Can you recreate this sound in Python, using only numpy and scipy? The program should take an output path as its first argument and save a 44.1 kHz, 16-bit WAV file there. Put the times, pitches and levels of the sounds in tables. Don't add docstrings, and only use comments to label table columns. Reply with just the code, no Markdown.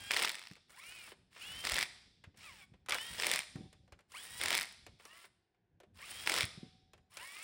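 import sys
import numpy as np
from scipy import signal
from scipy.fft import rfft, irfft
from scipy.io import wavfile
from scipy.ndimage import uniform_filter1d

SR = 44100
rng = np.random.default_rng(int(sys.argv[2]) if len(sys.argv) > 2 else 0)


def dump_mix(stems):
    frames = np.atleast_2d(stems).T
    limited = np.clip(frames, -1, 1)
    pcm = np.round(limited * 32767).astype(np.int16)
    wavfile.write(sys.argv[1], SR, pcm)


def volts(x):
    e = np.asarray(x, float) / 20
    return 10 ** e


N = 327663
TIME = np.arange(N) / SR
TOP_HZ = 15850
FULL_HZ = 900

# (time [s], rotor tone [Hz], strain [dB])
PULLED = [
    [(0, 800, -7), (0.105, 816, 2)],
    [(1.315, 200, -24), (1.4, 584, 0.5), (1.425, 745, 6), (1.46, 837, 1.5), (1.57, 910, 1),
     (1.645, 938, -5)],
    [(2.95, 810, -6.5), (3.01, 891, 4.5), (3.06, 949, -4.5), (3.19, 960, -13.5)],
    [(4.095, 220, -27.5), (4.15, 512, 2), (4.18, 789, 0), (4.21, 862, -5.5), (4.26, 934, -9),
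     (4.41, 981, 0.5)],
    [(5.95, 220, -20.5), (6.0, 430, 2), (6.04, 597, 7.5), (6.09, 889, -8.5), (6.17, 952, -4),
     (6.265, 988, -7.5)],
]
# (time [s], rotor tone [Hz], strain [dB])
FEATHERED = [
    [(0.69, 200, -14.5), (0.75, 381.3, -2.5), (0.79, 526.5, -1.5), (0.83, 649.4, 0.5), (0.87, 704.2, -1),
     (0.95, 758, -4.5), (1.03, 696.2, -3.5), (1.075, 646.1, -9), (1.125, 582.7, -18)],
    [(2.37, 397.5, -25), (2.42, 598, -16), (2.45, 668, 1.5), (2.53, 468.9, -12), (2.645, 363.5, -7)],
    [(4.995, 203.9, -11), (5.1, 305.4, -2), (5.17, 341.3, 1), (5.27, 339.5, -12.5)],
    [(7.112, 247.7, -14), (7.2, 451.6, -1), (7.25, 544, -3), (7.33, 581.6, -6.5), (7.39, 625, -2),
     (7.43, 675.3, -3)],
]
SPEED = sorted(PULLED + FEATHERED)
# (first blow [s], blow rate [Hz])
BEATS = [
    (0.1164, 36.6),
    (1.6507, 43.6),
    (3.1992, 43.6),
    (4.4132, 43.7),
    (6.2738, 45.0),
]
# (trigger let go after [s], peak [dB], dying [dB/s])
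BURSTS = [
    (0.13, -25, 163.5),
    (0.18, -25.5, 897),
    (.17, -24.5, 447.5),
    (0.16, -25.5, 250),
    (0.16, -24, 604),
]


def rms_one(x):
    return x / np.sqrt(np.mean(x ** 2) + 1e-20)


def column(tables, index):
    rows = np.vstack(tables)
    rows = rows[np.argsort(rows[:, 0])]
    return np.interp(TIME, rows[:, 0], rows[:, index])


def running(tables, edge_s):
    on = sum((TIME >= table[0][0]) & (TIME <= table[-1][0]) for table in tables)
    return uniform_filter1d(np.minimum(on, 1.), int(edge_s * SR) + 1, mode="nearest")


def colour(x, spectrum):
    size = 8192
    hz, db = np.transpose(spectrum)
    bins_hz = np.arange(size // 2 + 1) * SR / size
    log_gain = np.interp(np.log(bins_hz + 1), np.log(hz), db) * np.log(10) / 20
    cepstrum = irfft(log_gain)
    cepstrum[1:size // 2] *= 2
    cepstrum[size // 2 + 1:] = 0
    taps = irfft(np.exp(rfft(cepstrum)))[:size // 2]
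    return signal.fftconvolve(x, taps / np.sqrt(np.sum(taps ** 2)))[:N]


def band(x, low_hz, high_hz):
    edges_hz = [low_hz, min(high_hz, .45 * SR)]
    return signal.sosfilt(signal.butter(2, edges_hz, "band", fs=SR, output="sos"), x)


def drift(rate_hz):
    r = np.exp(-2 * np.pi * rate_hz / SR)
    slow = signal.lfilter([1], [1, -2 * r, r * r], rng.standard_normal(N + SR))
    return rms_one(slow[SR:])


def strikes(times, levels_db):
    train = np.full(N, 1e-18)
    np.add.at(train, np.round(np.asarray(times) * SR).astype(int), volts(levels_db))
    return train


def bursts(times, levels_db, rise_s, fall_s):
    t = np.arange(SR // 20) / SR
    shape = (1 - np.exp(-t / rise_s)) * np.exp(-t / fall_s)
    envelope = signal.fftconvolve(strikes(times, levels_db), shape / shape.max())[:N]
    return envelope * rng.choice([-1., 1.], N)


def ring(train, hz, t60_s):
    r, w = volts(-60 / (t60_s * SR)), 2 * np.pi * hz / SR
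    return signal.lfilter([0, np.sin(w)], [1, -2 * r * np.cos(w), r * r], train)


def shop_air():
    # (frequency [Hz], density [dB per Hz])
    air_colour = [(180, -46.5), (300, -16), (366, -5), (390, -9), (603, -23), (725, -11.5), (1280, -30),
                  (1540, -18.5), (7000, -43.5), (9100, -68.5), (15400, -120)]
    return volts(-86.5) * rms_one(colour(rng.standard_normal(N), air_colour))


def workshop(x, gap_s=0.00069):
    # (low [Hz], high [Hz], t60 [s], level [dB])
    room_bands = [(287, 2320, 0.6, -5.5), (1230, 5900, 0.96, -27), (3170, 5800, 0.878, -6.5),
                  (6350, 10700, 0.601, -5.5), (11570, 16500, .4, -19)]
    t = TIME[:SR]
    tail = 0
    for low_hz, high_hz, t60_s, db in room_bands:
        tail = tail + volts(db - 41 - 60 * t / t60_s) * band(rng.standard_normal(SR), low_hz, high_hz)
    return signal.fftconvolve(x, tail * np.minimum(t / gap_s, 1))[:N]


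def bench_rumble():
    # (time [s], level [dB])
    rumble_levels = [(0, -67.5), (.33, -90), (.6, -81.5), (1.4, -77), (1.66, -63.5), (2.0, -77),
                     (3.27, -69.5), (3.45, -78.5), (3.62, -67.5), (4.1, -82.5), (4.45, -69), (5.13, -83),
                     (5.5, -89.5), (5.92, -75.5), (6.5, -68.5), (6.75, -72.5), (7.06, -78), (7.43, -83.5)]
    # (frequency [Hz], density [dB per Hz])
    rumble_colour = [(12, -33), (20, -4), (101, 3.5), (147, -4), (174, 0), (354, -12), (600, -9.5),
                     (780, -57), (1320, -120)]
    rumble = rms_one(colour(rng.standard_normal(N), rumble_colour)) * volts(3 * drift(12))
    return band(rumble * volts(column([rumble_levels], index=1) + 5), 40, 330)


def bench_thuds(cycles=4.0):
    # (time [s], peak [dB], pitch [Hz])
    thud_events = [(0.511, -49.5, 164), (1.717, -46.5, 54), (2.272, -53.5, 96), (2.717, -56, 138),
                   (3.392, -61, 148), (3.555, -38.5, 157), (3.584, -48, 131), (3.606, -43.5, 201),
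                   (3.634, -47, 143.4), (3.654, -50.5, 109), (3.799, -62.5, 105), (3.922, -56.5, 69),
                   (4.821, -63, 70.0), (4.887, -57, 91.5), (4.938, -64.5, 133), (6.435, -39, 101.5),
                   (6.575, -46, 157), (6.63, -43, 210), (6.65, -60, 129)]
    thuds = 0
    for s, db, hz in thud_events:
        thuds = thuds + band(ring(strikes([s], db + 10), hz, cycles / hz), 0.67 * hz, 2.3 * hz)
    s, db, _ = np.transpose(thud_events)
    shudder = band(bursts(s, db + 6, rise_s=0.0018, fall_s=.022), 120, 370)
    return thuds + shudder


def case_hum():
    # (time [s], level [dB], pitch [Hz], t60 [s])
    hum_events = [
        (3.5, -83.5, 730, 1.1),
        (3.56, -66.5, 760, 0.81),
        (6.47, -69, 500, 0.5),
        (6.57, -72, 752, 2.03),
    ]
    hums = 0
    for s, db, hz, t60_s in hum_events:
        hums = hums + band(ring(strikes([s], db), hz, t60_s), .9 * hz, 1.1 * hz)
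    return hums * volts(2 * drift(20))


def socket():
    # (time [s], peak [dB], treble [dB], body below 1 kHz [dB])
    clicks = [(0.5632, -50.5, -12.5, -10), (1.076, -40.5, -24, -19), (1.118, -42, -35, -11.5),
              (2.2389, -42.5, -20, -19), (2.343, -59.5, -38, -5.5), (2.7372, -54, -39, -7),
              (2.8608, -48, -8, -23.5), (3.5573, -45, -11, -30), (3.728, -50.5, -6, -9),
              (3.8777, -60.5, -12.5, -4), (3.9219, -44.5, -13, -13), (3.9902, -52.5, -14, -11.5),
              (4.006, -66, -1, -13), (4.8647, -43.5, -7, -7), (5.0521, -44.5, -2, -11.5),
              (5.242, -43, -28, -14.5), (5.546, -70.5, -19, -27), (5.8015, -51.5, -8, -4.5),
              (5.8331, -56.5, -13, 0.5), (6.9334, -48, -9, -8), (6.9775, -58.5, -13, -10),
              (7.1699, -37.5, -1.5, -19)]
    # (time [s], peak [dB], treble [dB], body below 1 kHz [dB])
    rattle = [
        (2.8854, -28, -14, -18),
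        (2.8934, -30, 0, -18),
        (2.9122, -32.5, -22.5, -14),
        (2.9247, -24.5, -16.5, -26),
        (2.9344, -34, -8.5, -21.5),
        (2.9487, -26, -11, -17.5),
    ]
    # (time [s], peak [dB], treble [dB])
    take_up = [(0.6953, -52.5, -10.5), (0.704, -54, -1.5), (1.362, -43, -31), (1.3957, -48, -6),
               (2.3725, -69, 15), (4.119, -50.5, 2), (4.1475, -45, -6.5), (4.9974, -48.5, -25),
               (5.953, -64.5, -8.5), (5.9877, -43, -33), (7.1176, -64, -23), (7.2045, -42.5, -25)]
    ticks = [(*row, -16) for row in take_up]
    s, db, treble_db, body_db = np.transpose(clicks + rattle + ticks)
    mid = band(bursts(s, db - 1, rise_s=0.00012, fall_s=0.012), 820, 3000)
    treble = band(bursts(s, db + treble_db + 0.5, rise_s=0.00024, fall_s=0.0042), 3500, 10000)
    body = band(bursts(s, db + body_db + 11.5, rise_s=0.001, fall_s=0.013), 330, 730)
    return mid + treble + body


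def squeeze_levels():
    # (grind [dB], rotor whine [dB], gear mesh [dB], hiss above grind [dB])
    squeezes = [
        (-50.5, -66, -67.5, -3.5),
        (-52.5, -73.5, -59.5, -1.5),
        (-50, -75, -59.5, -3),
        (-50, -70, -82, -5.5),
        (-49.5, -67, -59.5, -1.5),
        (-52.5, -68.5, -70.5, 1),
        (-48, -78.5, -61, -3),
        (-49, -76.5, -62, -2),
        (-48, -69.5, -55, -1.3),
    ]
    ends_s = [table[-1][0] + .05 for table in SPEED[:-1]]
    return np.array(squeezes)[np.searchsorted(ends_s, TIME)].T


def rotor():
    return uniform_filter1d(column(SPEED, index=1), SR // 40, mode="nearest")


def whine(wobble=.003, flutter_db=3.5):
    # (multiple of rotor tone, level [dB])
    partials = [(1, -17), (2, -3.5), (3, -11.5), (4, -1), (5, -13.5), (6, -5.5), (9, -10)]
    # (frequency [Hz], width [Hz], lift [dB])
    housing = [(1060, 300, 10), (1900, 200, 5), (2280, 350, 10), (2850, 500, 9), (3380, 200, 8),
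               (4300, 250, 6), (5400, 2200, -6)]
    rotor_hz = rotor()
    octaves = np.log2(rotor_hz / FULL_HZ)
    turns = np.cumsum(rotor_hz * (1 + wobble * drift(90) + wobble * drift(25))) / SR
    speeding_up = uniform_filter1d(np.gradient(rotor_hz) * SR, SR // 50)
    surge = np.clip(speeding_up / 4000, 0, 1)
    _, whine_db, mesh_db, _ = squeeze_levels()

    mesh_db = mesh_db + 14 * octaves - 7 * surge + .5 * flutter_db * drift(30)
    tones = volts(mesh_db) * np.sin(2 * np.pi * 3.38 * turns)
    whine_db = whine_db + 3 * octaves - 2 * surge
    cogging_db = .04 * np.clip(500 - rotor_hz, 0, 200) * (1 - surge)
    for multiple, partial_db in partials:
        k = np.round(multiple)
        lift_db = sum(peak_db / (1 + (2 * (k * rotor_hz - hz) / width_hz) ** 2)
                      for hz, width_hz, peak_db in housing)
        dropout_db = np.minimum(4 * drift(25) + surge * 8 * drift(70), 2)
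        roughness_db = (.4 * k + 3 * surge) * drift(200)
        level_db = whine_db + partial_db + lift_db + dropout_db + roughness_db + cogging_db * (k > 4)
        tones = tones + volts(level_db) * np.sin(2 * np.pi * k * turns)
    strain_db = column(SPEED, index=2) + 12
    return tones * volts(strain_db) * running(SPEED, edge_s=0.028)


def load():
    gain = 0
    for (s, _), (hold_s, db, dying_db) in zip(BEATS, BURSTS):
        t = TIME - s + .014
        swell_db = 5 * np.sin(.7 * np.pi * np.clip(t / hold_s, 0, 1))
        fade_db = 0.93 * dying_db * np.maximum(t - hold_s, 0)
        gain = gain + (t > 0) * volts(db - 18.5 + swell_db - fade_db)
    return uniform_filter1d(gain, SR // 100)


def grind(grain_db=3.0, split_hz=6500):
    # (frequency [Hz], density [dB per Hz])
    grind_colour = [(120, -32.5), (200, -17.5), (1570, -6.5), (1850, -2.5), (2860, -1.5), (3830, -5.5),
                    (4520, -6), (5420, -3.5), (6160, -12), (8870, 1.5), (11700, -10.5), (12800, -54.5),
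                    (14000, -14.5), (15600, -6.5)]
    noise = colour(rng.standard_normal(N) * volts(grain_db * drift(450)), grind_colour)
    noise = signal.sosfilt(signal.ellip(8, .5, 60, TOP_HZ, fs=SR, output="sos"), noise)
    low = rms_one(band(noise, 92, split_hz))
    high = signal.sosfilt(signal.butter(2, 0.53 * split_hz, "high", fs=SR, output="sos"), noise)
    hiss = volts(2.1 * drift(40)) * rms_one(high)
    thrum = volts(-11 + 3 * drift(32)) * rms_one(band(rng.standard_normal(N), 330, 1100))

    grind_db, _, _, hiss_db = squeeze_levels()
    free_db = grind_db + 9 * np.log2(rotor() / FULL_HZ)
    free = volts(free_db) * running(SPEED, edge_s=0.03)
    return free * (low + volts(hiss_db) * hiss) + load() * (low + volts(-6) * hiss + thrum)


def blows(count=13):
    # (time [s], peak [dB], treble [dB])
    jolts = [(0.1083, -17.5, -20), (0.1368, -26.5, -11), (0.1651, -21, -14.5), (0.1925, -25.5, -11.5),
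             (0.248, -19, -10), (0.266, -38, -16.5), (0.2935, -27, -4.5), (1.6677, -36.5, -1),
             (1.8278, -28, -8), (2.8958, -42.5, -16.5), (2.9075, -25, -11), (2.9216, -21.5, -11),
             (2.9443, -29, -0.5), (2.9842, -32, -21.5), (3.2338, -24.5, -17.5), (3.3906, -28, -1),
             (4.5453, -26, -9.5), (4.5779, -28, 2.5), (4.6103, -29, -1.5), (4.6298, -32, -2),
             (6.2622, -33.5, -4.5), (6.3763, -37.5, -15.5), (6.4268, -32.5, -13)]
    # (place [cycles], level [dB], tightening gain [dB/s], treble [dB])
    cycle = [
        (0, 0, 0, -3),
        (-.26, -10, 45, -13),
        (.37, -21, 90, -12),
        (.56, -24, 105, -15),
    ]
    rows = [jolts]
    for (s, rate_hz), (hold_s, db, dying_db) in zip(BEATS, BURSTS):
        for n, (place, contact_db, tighten_db, treble_db) in enumerate(cycle):
            level_scatter_db, time_scatter_s = (-5.06, .0015) if n else (-2.53, .0004)
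            chance = np.clip(rng.standard_normal((count, 3)), -2, 2).T
            t = (np.arange(count) + place) / rate_hz
            coast_s = np.maximum(t - hold_s, 0)
            level_db = db + np.minimum(contact_db + tighten_db * t, 2) - dying_db * coast_s
            level_db = level_db + level_scatter_db * chance[0]
            late_s = 0.63 * rate_hz * coast_s ** 2 / 10 + time_scatter_s * chance[1]
            contacts = np.transpose([s + t + late_s, level_db, treble_db - 3 * chance[2]])
            rows.append(contacts[t >= 0])
    return np.vstack(rows).T


def hammer():
    # (frequency [Hz], density [dB per Hz])
    blow_colour = [(88, -53), (150, -16), (560, -19.5), (814, -10.5), (1620, -6), (2180, 2.5), (2870, -4.5),
                   (5380, -2.5), (6680, -11), (9150, -10.5), (12800, -28.5), (15300, -16.5), (16500, -43.5)]
    # (frequency [Hz], level [dB])
    case_modes = [(1900, -54.5), (2300, -51), (3500, -48.5), (5100, -50.5)]
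    s, db, treble_db = blows()
    crack = bursts(s, db - 0.5, rise_s=0.00024, fall_s=.0016)
    crack = band(colour(crack, blow_colour), 110, 4300)
    treble = bursts(s, db + treble_db + 4.5, rise_s=0.00061, fall_s=.001)
    treble = band(colour(treble, blow_colour), 7100, 11000)
    edge = bursts(s, db + treble_db + 9, rise_s=0.00018, fall_s=.001)
    edge = band(colour(edge, blow_colour), 10170, 16500)
    case = 0
    for hz, mode_db in case_modes:
        chance_db = 4.5 * np.tanh(rng.standard_normal(len(s)))
        case = case + ring(strikes(s, db + mode_db + 33 + chance_db), hz, t60_s=.016)
    return crack + treble + edge + case


def scene():
    tool = socket() + whine() + grind() + hammer()
    bench = bench_rumble() + bench_thuds() + case_hum()
    return (shop_air() + workshop(tool) + bench + tool)[None]


def roll_off(x):
    return signal.sosfilt(signal.butter(12, 17160, fs=SR, output="sos"), x)


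def record(dry):
    limit = .13
    limited = limit * np.tanh(dry / limit)
    mix = signal.sosfilt(signal.cheby2(12, 60, 1.09 * TOP_HZ, fs=SR, output="sos"), limited)
    return roll_off(mix)


dry = scene()
out = record(dry)
dump_mix(out)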